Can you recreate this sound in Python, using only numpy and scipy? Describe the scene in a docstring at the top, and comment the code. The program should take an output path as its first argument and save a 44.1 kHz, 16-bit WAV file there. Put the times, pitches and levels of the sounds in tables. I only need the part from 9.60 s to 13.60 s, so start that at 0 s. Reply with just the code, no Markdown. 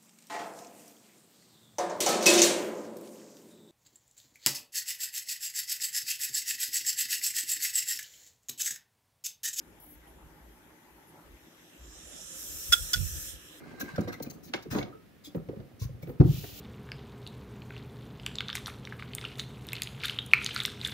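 """Computer fans hum steadily, as shaped noise, while a hand rumbles on the phone in lumps of deep noise. A thin
whistle with gritty scratching comes early, and faint ticks and rustles are short bands of noise. From about 1.5
s an opened hard drive on a stone floor spins up: its platter hisses louder and brighter (noise with a moving
upper edge), then its draught buffets the two microphone ports. After 3 s the arm slams into one stop and then
the other (fading sine waves and noise cracks), and at the end the hiss drops away."""
import sys
import numpy as np
from scipy import signal
from scipy.fft import rfft, irfft, next_fast_len
from scipy.io import wavfile
from scipy.ndimage import uniform_filter1d, map_coordinates

SR = 44100
rng = np.random.default_rng(int(sys.argv[2]) if len(sys.argv) > 2 else 0)


def output_pcm(signal):
    """Save a mono or channel-first signal as 16-bit PCM at the path in sys.argv[1].

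    Samples are clipped to [-1, 1] before scaling.
    """
    pcm = np.clip(np.atleast_2d(signal).T, -1, 1) * 32767
    wavfile.write(sys.argv[1], SR, np.round(pcm).astype(np.int16))


N = 176400  # samples: 4 s

# How differently the two ports hear the drive: pitch_hz, left_over_right_db
PORT_BALANCE = [(500, 9.5), (1000, -16), (2400, 5.5), (3400, -11.5), (4500, -0.5), (5500, 0.5), (7200, -6),
                (8300, -12.5), (9300, -13), (10700, -22), (11800, -4), (12300, 15), (13500, 12.5),
                (15500, 6)]


def amp(db):
    """Turn decibels into a plain multiplier."""
    return 10 ** (np.asarray(db) / 20)


def unit(x):
    """Scale a sound to an average strength (rms) of 1."""
    return x / np.sqrt(np.mean(x ** 2) + 1e-20)


def along(points, hz):
    """Read a curve of (pitch_hz, value) points, joined by straight lines on a log pitch axis."""
    point_hz, values = np.transpose(points)
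    return np.interp(np.log(hz + 1), np.log(point_hz + 1), values)


def curves(rows):
    """Join the rows over time: one value per sample for each column after the time."""
    time_s, *columns = np.transpose(rows)
    return np.array([np.interp(np.arange(N) / SR, time_s, column) for column in columns])


def wobble(per_s):
    """A smooth random curve that passes through per_s random points a second."""
    knots = rng.standard_normal(int(N * per_s / SR) + 4)
    return map_coordinates(knots, [np.arange(N) * per_s / SR])


def filtered(x, response):
    """Make each pitch in x louder or softer by the gain response(hz)."""
    padded = next_fast_len(N + SR // 2)
    gain = response(np.fft.rfftfreq(padded, 1 / SR))
    return irfft(rfft(x, padded) * gain, padded)[..., :N]


def closed(spectrum):
    """Gain that follows (pitch_hz, level_db) points and fades to silence beyond both ends."""
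    below = (spectrum[0][0] * .8, -120)
    above = (spectrum[-1][0] * 1.1, -120)
    return lambda hz: amp(along([below, *spectrum, above], hz))


def panned(pair, pan):
    """Tilt left against right by (pitch_hz, left_over_right_db), half the tilt on each side."""
    return filtered(pair, lambda hz: amp(along(pan, hz) * np.array([[.5], [-.5]])))


def rush(spectrum, alike, pan, patchy_db):
    """Stereo noise of rms 1, in patches of random gain; mixing mid and side sets how alike the ears are."""
    z = signal.stft(rng.standard_normal((2, N)), nperseg=512)[2]
    patches = uniform_filter1d(rng.standard_normal(z.shape[1:]), size=5, axis=0)  # smooth across pitch
    patches = uniform_filter1d(patches, size=12, axis=1)  # smooth over time
    pair = signal.istft(z * amp(patchy_db * unit(patches)), nperseg=512)[1][:, :N]

    def mid_side_gain(hz):
        turn = np.arccos(np.clip(along(alike, hz), -1, 1)) / 2
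        return closed(spectrum)(hz) * [np.cos(turn), np.sin(turn)]

    mid, side = filtered(pair, mid_side_gain)
    return unit(panned(np.array([mid + side, mid - side]), pan))


def band(hz, width_hz):
    """Stereo noise of rms 1 around one pitch; width_hz is where the gain has halved."""
    return unit(filtered(rng.standard_normal((2, N)), lambda f: 1 / (1 + ((f - hz) / width_hz * 2) ** 2)))


def window(start_s, length_s, fade_s):
    """Quick start, hold, exponential fade."""
    t = np.arange(N) / SR - start_s
    return np.clip(t / 0.0012, 0, 1) * np.exp(-np.clip(t - length_s, 0, None) / fade_s)


def fans():
    """Computer fans: broad noise that sways slightly in level, plus a narrow wavering note."""
    # Colour of the hum: pitch_hz, relative_level_db (per Hz)
    fan_colour = [(59, -37), (100, -4.5), (129, -14), (163, 0.5), (210, -11), (238, -3.5), (270, -8),
                  (300, 0.5), (489, -13), (543, -10.5), (903, -15.5), (1140, -14.5), (1890, -16),
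                  (2150, -17.5), (3900, -29), (6200, -25.5), (8500, -28.5), (13000, -22.5), (15700, -37)]
    # How alike left and right are: pitch_hz, likeness (1 = the same, 0 = unrelated)
    fan_likeness = [(60, 0.77), (180, 1), (550, 0.57), (1650, -0.014), (4970, -0.058), (15000, 0.07)]
    # Stereo tilt: pitch_hz, left_over_right_db
    fan_tilt = [(60, -7), (120, -2.5), (240, 2), (480, 3), (950, -2), (1890, 8), (3770, 4), (7520, 0.5),
                (15000, 7.5)]
    # Wavering note, before its waver and stereo tilt: time_s, level_db
    note_level = [(0, -74), (.5, -70.5), (1, -70.5), (1.55, -71.5), (1.8, -74.5), (4, -99)]
    level_db, sway_db, sway_per_s = -58, .7, 2.64
    note_hz, note_width_hz, waver_db, waver_per_s = 872, 210, 4.5, 30

    note_gain = amp(curves(note_level) + waver_db * wobble(waver_per_s))
    note = note_gain * band(note_hz, note_width_hz)[0] * amp([[-3], [3]])  # right is 6 dB louder
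    hum = rush(fan_colour, fan_likeness, fan_tilt, patchy_db=2.0)
    return amp(level_db + sway_db * wobble(sway_per_s)) * hum + note


def scratchy_whistle():
    """Narrow bands of noise whistle over scratching: steady noise roughened by random short puffs."""
    # Whistle bands, before their stereo tilt: pitch_hz, width_hz, level_db
    whistle_bands = [(12640, 130, -60), (15620, 70, -69)]
    # Colour of the scratching: pitch_hz, relative_level_db (per Hz)
    grit_colour = [(7500, -29), (9000, -7.5), (11000, -5), (13000, -10), (15000, -11)]
    start_s, length_s, fade_s = .2005, .14, .025
    scratch_db, grains_per_s, steady_part = -62.5, 230, 0.92

    grains = (rng.random(N) < grains_per_s / SR) * rng.uniform(.3, 1, N)
    grains[round(start_s * SR) + 60] = 2.3  # one strong grain near the start
    puffs = np.convolve(grains, np.exp(-np.arange(300) / 60))[:N] + steady_part
    grit = filtered(puffs * rng.standard_normal((2, N)), closed(grit_colour))
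    scratch = amp(scratch_db) * unit(grit)
    whistle = sum(amp(db) * band(hz, width_hz) for hz, width_hz, db in whistle_bands)
    whistle = whistle * amp([[3], [-3]])  # left is 6 dB louder
    return window(start_s, length_s, fade_s) * (whistle + scratch)


def ticks():
    """Faint high ticks once a second, like a clock: short bursts of one noise band."""
    first_s, every_s, length_s = .47, 1, .03
    bursts = sum(window(first_s + k * every_s, length_s, fade_s=.012) for k in range(4))
    return bursts * amp(-64) * band(hz=11000, width_hz=2000)


def rustles():
    """Faint rustles and bumps: brief bands of noise that fade out."""
    # Each rustle or bump: start_s, length_s, pitch_hz, width_hz, level_db
    rustle_events = [(.235, .06, 800, 350, -66), (.455, .06, 800, 350, -63), (.428, .03, 1500, 1200, -65),
                     (.4, .09, 1800, 2000, -70), (.47, .008, 3100, 400, -71), (.535, .012, 1700, 500, -68),
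                     (.588, .008, 700, 500, -64), (1.07, .05, 2000, 900, -68), (1.76, .04, 2400, 600, -70),
                     (2.52, .05, 240, 120, -59), (2.46, .16, 600, 250, -61)]
    return sum(amp(db) * window(start_s, length_s, .015) * band(hz, width_hz)
               for start_s, length_s, hz, width_hz, db in rustle_events)


def hand_rumble(draught_on):
    """A hand on the phone: lumps of deep noise, nearly alike in both ports, softer once draught sets in."""
    # Level before the draught lowers it: time_s, level_db
    hand_level = [(0.0, -69), (0.1, -54), (0.17, -62), (0.37, -53), (0.44, -64), (0.57, -53), (0.6, -68),
                  (0.64, -46), (0.8, -68), (0.82, -57), (1.14, -63), (1.23, -89), (1.28, -61), (1.49, -75),
                  (1.62, -72), (1.68, -49.5), (1.77, -52), (1.79, -78), (1.84, -49.5), (1.9, -97),
                  (2.0, -61), (2.1, -86), (2.21, -52.5), (2.47, -55), (2.63, -62), (2.75, -56)]
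    # Colour of the rumble: pitch_hz, relative_level_db (per Hz)
    hand_colour = [(25, -28), (42, -4), (58, 4.5), (75, -8.5), (110, -21), (160, -17), (200, -41)]
    noise = rush(hand_colour, [(60, 0.88)], [(60, -0.92)], patchy_db=0.0)
    lumps = unit(amp(0.67 * wobble(20)) * noise)
    return amp(curves(hand_level)) * lumps * (1 - 0.69 * draught_on)


def rumble():
    """Hand rumble plus draught: the platter's air buffets each port with its own gusts of deep noise."""
    # Draught on each port: time_s, left_level_db, right_level_db
    draught_level = [(2.65, -79, -56), (2.76, -47, -51), (2.82, -53, -53), (2.92, -39.5, -73),
                     (3.05, -50, -60), (3.12, -39.5, -55), (3.25, -37.5, -41), (3.31, -48, -47),
                     (3.36, -34, -27.5), (3.47, -50, -31), (3.58, -29, -37.5), (3.66, -42.5, -59),
                     (3.74, -38.5, -43), (3.8, -57, -60), (4, -69, -74)]
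    # Colour of the gusts: pitch_hz, relative_level_db (per Hz)
    gust_colour = [(15, -32), (25, -2.5), (70, 3.5), (113, -12.5), (139, -11.5), (178, -16), (276, -34.5),
                   (400, -36), (520, -38), (880, -120)]
    draught_start_s = draught_level[0][0]
    draught_on = np.clip((np.arange(N) / SR - draught_start_s) / .1, 0, 1)  # fades in over 0.1 s
    noise = rush(gust_colour, [(60, 0.19)], [(60, 0)], patchy_db=4)
    gusts = unit(amp(1.2 * np.array([wobble(20), wobble(12)])) * noise)
    return hand_rumble(draught_on) + amp(curves(draught_level)) * gusts * draught_on


def platter():
    """Air dragged by the disc: noise whose upper edge moves, over a lower whir and two singing bands."""
    # Hiss, with the level taken before the edge cuts it: time_s, level_db, upper_edge_khz
    spin_curve = [(1.5, -83, 8.4), (1.8, -67, 7.1), (2.06, -62, 9.2), (2.17, -64, 9.7), (2.24, -57, 8.4),
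                  (2.36, -51.5, 8.8), (2.42, -52.5, 11), (2.52, -48.5, 11.7), (2.73, -43.5, 12.4),
                  (2.79, -42.5, 15.5), (3.1, -41, 23), (3.2, -38.5, 14.8), (3.4, -39.5, 15.7),
                  (3.52, -41, 17), (3.7, -41.5, 15.2), (3.78, -55, 14), (4, -57, 15.6)]
    # Colour of the hiss: pitch_hz, relative_level_db (per Hz)
    hiss_colour = [(2530, -36), (4300, -9), (4590, -55), (4660, -12), (5550, 1), (6390, -1.5), (7160, -4.5),
                   (7800, -3.5), (8510, -5), (10800, -13.5), (11600, -5.5), (12200, -14), (12600, -2),
                   (14900, -8), (15700, -5)]
    # Level of the lower whir: time_s, level_db
    whir_level = [(1.6, -74), (1.9, -66.5), (2.1, -63.5), (2.3, -62.5), (2.5, -56), (2.7, -55.5),
                  (3.1, -54), (3.3, -51), (3.42, -51), (3.55, -53.5), (3.7, -51.5), (3.8, -56.5),
                  (4, -56.5)]
    # Colour of the whir: pitch_hz, relative_level_db (per Hz)
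    whir_colour = [(380, -26), (520, 5.5), (680, -15.5), (1050, -43), (1250, -4), (1450, -6), (1700, 2.5),
                   (2150, -8.5), (2650, 2), (3000, 3), (3500, 1.5), (3900, 0), (4400, -11)]
    # Bands that sing in the hiss: pitch_hz, width_hz, left_over_right_db
    sing_bands = [(7220, 600, -10.5), (12400, 900, 8.5)]
    # Their levels before the stereo tilt: time_s, first_band_level_db, second_band_level_db
    sing_level = [(1.6, -87, -89), (2.05, -92, -74), (2.22, -65.5, -72), (2.5, -57.5, -71),
                  (2.72, -53, -79), (2.82, -53, -52), (3.7, -53.5, -57), (3.78, -72, -72), (4, -72, -70)]
    edge_steepness = 12.4

    level_db, edge_khz = curves(spin_curve)
    noise = rush(hiss_colour, [(5000, 0.019)], PORT_BALANCE, patchy_db=2.0)
    hz, t, z = signal.stft(noise, SR, nperseg=512)
    edge_hz = 1000 * edge_khz[np.minimum(t * SR, N - 1).astype(int)]
    edge_gain = 1 / (1 + (hz[:, None] / edge_hz) ** edge_steepness)
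    hiss = signal.istft(z * edge_gain, nperseg=512)[1][:, :N]
    hiss = amp(level_db + 0.22 * wobble(9.2)) * hiss

    sing = np.zeros((2, N))
    for sing_db, (sing_hz, width_hz, pan_db) in zip(curves(sing_level), sing_bands):
        sing += amp(sing_db + pan_db * np.array([[.5], [-.5]])) * band(sing_hz, width_hz)

    whir = rush(whir_colour, [(500, 0.51), (1400, 0.42), (3000, -0.22)], PORT_BALANCE, patchy_db=2.0)
    return hiss + amp(curves(whir_level)) * whir + sing


def room(dry_arm):
    """The room answers the arm with a tail of fading noise."""
    t60_s, level_db = 0.21, -17  # t60: time to fade by 60 dB
    t = np.arange(SR // 2) / SR
    tail = rng.standard_normal((2, len(t))) * amp(-60 * t / t60_s)
    tail = tail / np.linalg.norm(tail[0])
    return amp(level_db) * signal.fftconvolve(dry_arm, tail, axes=1)[:, :N]


def arm():
    """Each contact rings the metal's own pitches anew and cracks; resting on a stop chokes the ringing."""
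    # Contacts: start_s, low_modes_db, middle_modes_db, high_modes_db, crack_db (before the crack's
    # colour and boost), ring_time_factor (multiplies the free ring time)
    contacts = [(3.1214, -30, -32, -27, -26, 1), (3.1232, -13, -23, -20, -18, 1.3),
                (3.1258, -28, -24, -21, -20, 1), (3.1317, -18, -10, -22, -16, 1.3),
                (3.1378, -30, -24, -27, -21, 1), (3.1452, -36, -28, -34, -28, .35),
                (3.149, -28, -38, -38, -31, .45), (3.154, -40, -31, -38, -32, .3),
                (3.161, -32, -44, -44, -35, .4), (3.167, -48, -37, -44, -36, .35),
                (3.181, -48, -40, -46, -38, .3), (3.196, -50, -43, -48, -40, .3),
                (3.3328, -38, -22, -15, -23, .5), (3.3352, -27, -32, -25, -28, .8),
                (3.338, -25, -17, -23, -21, .7), (3.3435, -27, -29, -27, -28, .7),
                (3.3525, -42, -33, -38, -34, .35), (3.359, -40, -35, -37, -32, .35),
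                (3.367, -46, -39, -40, -34, .35), (3.377, -48, -40, -42, -36, .35)]
    # Ringing of arm and casting: pitch_hz, first_stop_db and second_stop_db (added to the contact's
    # level), free_t60_s (time to fade by 60 dB), left_over_right_db
    modes = [(1416, -2.5, -20, .1, -8), (1460, -25, -3, .08, -6), (3386, 1, -12, .075, -6),
             (3422, -17, 0, .07, -4), (5000, -4, 0, .04, -2), (5185, -3, -3, .03, -2),
             (5310, 1, 1, .035, -2), (1600, -12, -14, .04, 0), (1831, -19, -15, .06, 3),
             (1940, -19, -9, .06, 3), (2623, -14, -40, .05, 0), (2870, -19, -24, .05, 0),
             (2977, -24, -14, .05, 0), (3239, -10, -12, .05, -3), (3570, -14, -14, .05, -3),
             (4610, -16, -5, .04, -2), (5720, -5, -4, .045, -1), (6590, -14, -4, .035, -2),
             (7160, -8, -9, .04, -3), (9020, -8, -8, .025, -1), (9990, -6, -10, .025, -1)]
    # Colour of the crack: pitch_hz, gain_db
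    crack_colour = [(140, -14), (300, -12), (520, -14.5), (750, -25.5), (1130, -45), (1400, 1), (2300, -10),
                    (3300, 0), (4400, -7.5), (5300, -1), (8000, -3.5), (10900, -13.5), (12900, -3.5),
                    (15700, -7)]
    # The arm comes to rest on a stop: start_s, loss_db
    chokes = [(3.1415, 14), (3.349, 7)]
    low_below_hz, middle_below_hz, second_stop_s = 2300, 4300, 3.25
    rise_s, choke_s, crack_t60_s, crack_boost_db = .0016, .004, .024, 5.5
    ragged_db, ragged_per_s = 2, 120
    port_lag_s, lag_top_hz = 7e-5, 3530  # above this pitch the phase between ports grows no further

    ring, crack = np.zeros((2, N)), np.zeros((2, N))
    t = np.arange(SR // 4) / SR
    hz, first_db, second_db, t60_s, pan_db = np.transpose(modes)[:, :, None]
    side = np.array([.5, -.5])[:, None, None]
    cycles = hz * t + np.minimum(hz, lag_top_hz) * side * port_lag_s
    tones = amp(side * pan_db) * np.sin(2 * np.pi * cycles)
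    ragged = ragged_db * np.array([wobble(ragged_per_s) for _ in modes])

    for start_s, low_db, middle_db, high_db, crack_db, ring_factor in contacts:
        start = round(start_s * SR)
        at = slice(start, start + len(t))
        group_db = np.where(hz < low_below_hz, low_db, np.where(hz < middle_below_hz, middle_db, high_db))
        stop_db = first_db if start_s < second_stop_s else second_db
        hit_db = group_db + rng.normal(0, 1, hz.shape) + stop_db + ragged[:, at]
        # only rests still to come choke this contact
        choke_db = sum(loss_db * np.clip((start_s + t - rest_s) / choke_s, 0, 1)
                       for rest_s, loss_db in chokes if rest_s > start_s)
        decay_db = 60 * t / (ring_factor * t60_s)
        ringing = (amp(hit_db - choke_db - decay_db) * tones).sum(1)
        ring[:, at] += ringing * (1 - np.exp(-t / rise_s))
        crack[:, at] += amp(crack_db - 60 * t / crack_t60_s) * rng.standard_normal((2, len(t)))

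    half_tilt = [(tilt_hz, .5 * db) for tilt_hz, db in PORT_BALANCE]
    crack = panned(filtered(crack, closed(crack_colour)), half_tilt)
    dry_arm = ring + amp(crack_boost_db) * crack
    return dry_arm + room(dry_arm)


def scene():
    """Add the background, the small sounds, the rumble and the drive."""
    background = fans() + scratchy_whistle() + ticks() + rustles()
    return background + rumble() + platter() + arm()


def record(dry):
    """The phone rolls off deep bass and keeps nothing above its band limit."""
    bass_hz, top_hz = 39.5, 15750  # the gain is one half at bass_hz
    return filtered(dry, lambda hz: (hz < top_hz) * hz ** 3 / (hz ** 3 + bass_hz ** 3))


dry = scene()
out = record(dry)
output_pcm(out)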